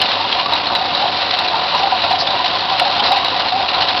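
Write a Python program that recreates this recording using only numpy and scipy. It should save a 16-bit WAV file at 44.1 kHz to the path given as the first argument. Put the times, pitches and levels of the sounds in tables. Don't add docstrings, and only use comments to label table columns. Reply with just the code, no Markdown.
import sys
import numpy as np
from scipy import signal
from scipy.fft import irfft
from scipy.io import wavfile

SR = 44100
rng = np.random.default_rng(int(sys.argv[2]) if len(sys.argv) > 2 else 0)


def inscribe(sig):
    pcm = np.round(np.clip(np.atleast_2d(sig).T, -1, 1) * 32767)
    wavfile.write(sys.argv[1], SR, pcm.astype(np.int16))


N = 176400

# f/Hz, relative level/dB, t60/s
SHELL = [(561.8, -9, 0.095), (686.3, -5.5, 0.14), (729, -2.5, .19), (776.3, -2, .13), (831, -13.5, 0.029),
         (909, -3, 0.072), (947, -5.5, .07), (990, -3, 0.074), (1032.5, -8, .07), (1114, -9, .04),
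         (1219, -12.5, .06), (1414, -11, 0.021)]
# f/Hz, relative level/dB
STEEL = [(60, -58.5), (400, -31), (900, -6.5), (1500, -9), (1850, -7.5), (2400, -8), (2850, -7.5),
         (3350, -5.5), (3950, -4), (4500, -6.5), (5100, -11), (5500, -20.5), (5900, -29)]
# t/s, relative level/dB
TUMBLE = [(0.0, -22.5), (0.24, -26.5), (0.47, -21), (0.71, -21), (0.94, -21.5), (1.18, -23), (1.41, -21),
          (1.65, -20), (1.88, -21.5), (2.12, -21), (2.35, -23), (2.59, -22.5), (2.82, -23), (3.06, -18),
          (3.29, -21.5), (3.53, -23.5), (3.76, -18.5), (4.0, -22)]
# t/s, relative level/dB
RATTLE = [(0.0, -21), (0.24, -22.0), (0.47, -22.5), (0.71, -23.5), (0.94, -23), (1.18, -20.5), (1.41, -21),
          (1.65, -23), (1.88, -22.5), (2.12, -22), (2.35, -25), (2.59, -20.5), (2.82, -23), (3.06, -20),
          (3.29, -23), (3.53, -22.3), (3.76, -22.5), (4.0, -19)]
# f/Hz, relative level/dB
WASH = [(60, -48), (450, -23), (560, 6), (630, -1.5), (750, -5.5), (860, 5.5), (980, 2), (1300, -1.5),
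        (1850, -6.5), (2400, -8), (2850, 1), (3350, -7.5), (3950, 5), (4500, -4), (5100, -16), (5900, -28)]
# f/Hz, relative level/dB
RUMBLE = [(15, -16), (35, -19.5), (65, -5.5), (110, -3.5), (143, -7.5), (166, 2), (195, -5), (270, 2.5),
          (400, 0), (550, 1.5), (900, -8), (2500, -37)]
# t/s, relative level/dB, brightest f/Hz, t60/s
CLACKS = [(0.0149, -11, 2996, 0.071), (0.089, -22.5, 3870, 0.071), (0.3227, -15.5, 3230, 0.085),
          (0.3943, -16, 2853, 0.035), (0.5335, -12.5, 3846, 0.039), (0.5509, -20, 4070, 0.12),
          (0.6694, -16.5, 4172, 0.056), (0.7502, -13.5, 3950, 0.095), (0.7592, -25, 3875, 0.052),
          (0.9482, -14.5, 3870, 0.09), (1.3083, -13.5, 4015, 0.026), (1.3452, -22, 3248, 0.063),
          (1.3866, -14.5, 3820, 0.054), (1.4825, -15.7, 3970, 0.052), (1.7736, -27, 3970, 0.045),
          (2.019, -17, 3984, 0.073), (2.0399, -19, 3820, 0.084), (2.126, -17, 3990, 0.035),
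          (2.2705, -14, 3580, 0.054), (2.3042, -17, 3810, 0.084), (2.443, -17, 3920, 0.07),
          (2.4583, -14, 2910, 0.06), (2.696, -19, 3340, 0.1), (2.797, -11.5, 2885, 0.045),
          (2.8504, -16.5, 4064, 0.048), (2.996, -15, 3100, 0.041), (3.0598, -16, 4000, 0.09),
          (3.1181, -14, 3840, 0.043), (3.166, -17.5, 3850, 0.17), (3.2457, -16.5, 3880, 0.068),
          (3.257, -21, 3880, 0.12), (3.483, -18, 4102, 0.056), (3.686, -16, 2737, 0.1),
          (3.74, -17.5, 3997, 0.1), (3.8047, -19, 4314, 0.1), (3.8193, -15.5, 2904, 0.1),
          (3.8847, -13.5, 3892, 0.076)]
# t/s, relative level/dB, strongest ring f/Hz
KNOCKS = [(0.202, -18.5, 910), (0.245, -20, 990), (0.395, -19, 1014), (0.456, -22, 1150), (0.52, -15, 938),
          (0.809, -16.5, 775), (0.842, -26, 783), (1.023, -16, 820), (1.054, -16, 702), (1.33, -19.5, 726),
          (1.536, -16, 902), (1.744, -16.5, 1002), (1.793, -16.9, 763), (1.834, -12.5, 789),
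          (1.867, -18.5, 797), (1.921, -11, 765), (2.039, -16.5, 693), (2.111, -16, 770), (2.134, -14, 749),
          (2.219, -21, 695), (2.39, -18.7, 1002), (2.44, -16, 729), (2.549, -18.9, 1023), (2.714, -17, 775),
          (2.744, -15.5, 764), (2.812, -14.5, 729), (2.83, -20, 696), (2.856, -15.0, 800),
          (2.993, -17.5, 823), (3.109, -11.5, 766), (3.124, -11, 798), (3.166, -16, 781),
          (3.386, -24.5, 746), (3.52, -13, 741), (3.559, -15, 785), (3.595, -14, 795), (3.781, -22, 1034),
          (3.829, -26, 780)]
# start t/s, length/s, level/dB, centre f/Hz
SLIDES = [(1.77, 0.041, -33.5, 5040), (2.183, 0.053, -19, 4540), (3.04, 0.079, -24.5, 4370)]

TUMBLE_DB, RATTLE_DB, WASH_DB, RUMBLE_DB = -22, -22, -24, -33.5
FALLS_PER_S, STONES_PER_S = 320, 300
HUM_HZ, HUM_WANDER_HZ, HUM_DB, HUM_WAVER = 98.2, 0.89, -46, 0.29
CLACK_DB, CLACK_RISE_S, CLACK_FOCUS_DB, CLACK_WIDTH_HZ = 0.5, 0.00087, 8.5, 220
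CLINK_DB, CLINK_T60_S = -1.5, 0.044
KNOCK_DB, KNOCK_MODES_DB = -1, -13
KNOCK_RISE_S, KNOCK_HOLD_S, KNOCK_T60_S = 0.0016, 0.0068, 0.11
SLIDE_WIDTH_HZ, SLIDE_GRAIN_DB = 610, 2
ECHO_DB, ECHO_T60_S, ECHOES_PER_S = -12.5, 0.2, 2000
MIC_LOW_HZ, MIC_HIGH_HZ, CLIP_LEVEL, BAND_LIMIT_HZ = 55.5, 6000, 0.7, 15900


def amp(db):
    return 10 ** (np.asarray(db) / 20)


def unit(x):
    return x / np.sqrt(np.mean(x ** 2) + 1e-20)


def add(mix, start_s, sound):
    part = mix[max(round(start_s * SR), 0):][:len(sound)]
    part += sound[:len(part)]


def colour(spectrum, hz):
    f, db = np.transpose(spectrum)
    return amp(np.interp(np.log(hz + 1), np.log(f), db))


def noise(gain_at, size):
    hz = np.fft.rfftfreq(size, 1 / SR)
    phases = np.exp(2j * np.pi * rng.random(len(hz)))
    return unit(irfft(gain_at(hz) * phases, size))


def drift(rate_hz):
    return noise(lambda hz: (hz > 0) / (1 + (hz / rate_hz) ** 4), N)


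def follow(curve):
    times, db = np.transpose(curve)
    return amp(np.interp(np.arange(N) / SR, times, db - db.mean()))


def impacts(per_s, spread_db):
    strength = amp(spread_db * np.minimum(rng.exponential(1, N), 3))
    return strength * (rng.random(N) < per_s / SR)


def scatter(blows, make_ring, spots):
    spot = rng.integers(0, spots, N)
    return unit(sum(signal.oaconvolve(blows * (spot == k), make_ring())[:N] for k in range(spots)))


def shell_ring():
    t = np.arange(8192) / SR
    hz, db, t60 = np.transpose(SHELL)[:, :, None]
    weight = rng.standard_normal(hz.shape) / np.sqrt(t60)
    return (weight * amp(db - 60 * t / t60) * np.sin(2 * np.pi * hz * t)).sum(0)


def steel_ring(centre_hz, t60):
    def spectrum(hz):
        focus = np.exp(-((hz - centre_hz) / CLACK_WIDTH_HZ) ** 2)
        return colour(STEEL, hz) * amp(CLACK_FOCUS_DB * focus)

    t = np.arange(4096) / SR
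    envelope = (1 - np.exp(-t / CLACK_RISE_S)) * amp(-60 * t / t60)
    return envelope * noise(spectrum, len(t))


def tumbling_load():
    falls = impacts(FALLS_PER_S, spread_db=2) * amp(drift(rate_hz=20))
    stones = impacts(STONES_PER_S, spread_db=2) * amp(1.2 * drift(rate_hz=23))
    stones += 0.5 * falls
    drumming = scatter(falls, shell_ring, spots=16)
    rattle = scatter(stones, lambda: steel_ring(rng.uniform(2600, 4370), t60=0.025), spots=24)
    return amp(TUMBLE_DB) * follow(TUMBLE) * drumming + amp(RATTLE_DB) * follow(RATTLE) * rattle


def slurry():
    wash = noise(lambda hz: colour(WASH, hz), N)
    return amp(WASH_DB) * wash * amp(1.7 * drift(rate_hz=6.5))


def drive():
    cycles = np.cumsum(HUM_HZ + HUM_WANDER_HZ * drift(rate_hz=3.2)) / SR
    hum = np.sqrt(2) * np.sin(2 * np.pi * cycles) * (1 + HUM_WAVER * drift(rate_hz=6))
    rumble = noise(lambda hz: colour(RUMBLE, hz), N) * amp(1.1 * drift(rate_hz=26))
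    return amp(HUM_DB) * hum + amp(RUMBLE_DB) * rumble


def clacks():
    out, t = np.zeros(N), np.arange(4096) / SR
    clink_envelope = (1 - np.exp(-t / CLACK_RISE_S)) * amp(CLINK_DB - 60 * t / CLINK_T60_S)
    for start_s, level_db, bright_hz, t60 in CLACKS:
        clink = clink_envelope * np.sin(2 * np.pi * bright_hz * t)
        ring = steel_ring(bright_hz, t60) + clink
        attack_rms = np.std(ring[:SR // 140])
        add(out, start_s, amp(CLACK_DB + level_db) * ring / attack_rms)
    return out


def knocks():
    out, t = np.zeros(N), np.arange(8192) / SR
    hz, db, _ = np.transpose(SHELL)[:, :, None]
    rise = 1 - np.exp(-t / KNOCK_RISE_S)
    decay = amp(-60 * np.maximum(t - KNOCK_HOLD_S, 0) / KNOCK_T60_S)
    for start_s, level_db, ring_hz in KNOCKS:
        weight = amp(db + KNOCK_MODES_DB) * rng.standard_normal(hz.shape)
        modes = (weight * np.sin(2 * np.pi * hz * t)).sum(0)
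        ring = rise * decay * (np.sin(2 * np.pi * ring_hz * t) + modes)
        attack_rms = np.std(ring[t < 0.016])
        add(out, start_s, amp(KNOCK_DB + level_db) * ring / attack_rms)
    return out


def grit_slides():
    out, t = np.zeros(N), np.arange(8192) / SR
    for start_s, length_s, level_db, centre_hz in SLIDES:
        hiss = noise(lambda hz: np.exp(-((hz - centre_hz) / SLIDE_WIDTH_HZ) ** 2 / 2), len(t))
        swell = np.sqrt(abs(np.sin(np.pi * np.minimum(t / length_s, 1))))
        add(out, start_s, amp(level_db) * swell * hiss)
    grain = unit(amp(SLIDE_GRAIN_DB * drift(rate_hz=200)))
    return out * grain


def yard(direct):
    t = np.arange(SR // 3) / SR
    taps = rng.standard_normal(len(t)) * (rng.random(len(t)) < ECHOES_PER_S / SR)
    taps *= (t > 0.006) * amp(-60 * t / ECHO_T60_S)
    echoes = signal.oaconvolve(direct, taps / np.linalg.norm(taps))[:N]
    return direct + amp(ECHO_DB) * echoes


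def scene():
    drums = tumbling_load() + knocks() + clacks() + grit_slides()
    return (yard(drums) + slurry() + drive())[None]


def low_pass(x, edge_hz, taps):
    kernel = signal.firwin(taps, edge_hz, window=("kaiser", 9), fs=SR)
    return signal.oaconvolve(x, kernel[None], "same")


def record(dry):
    bass_cut = signal.butter(2, MIC_LOW_HZ, "highpass", fs=SR, output="sos")
    mic = low_pass(signal.sosfilt(bass_cut, dry), MIC_HIGH_HZ, taps=301)
    clipped = np.clip(mic, -CLIP_LEVEL, CLIP_LEVEL)
    return low_pass(clipped, BAND_LIMIT_HZ, taps=511)


dry = scene()
out = record(dry)
inscribe(out)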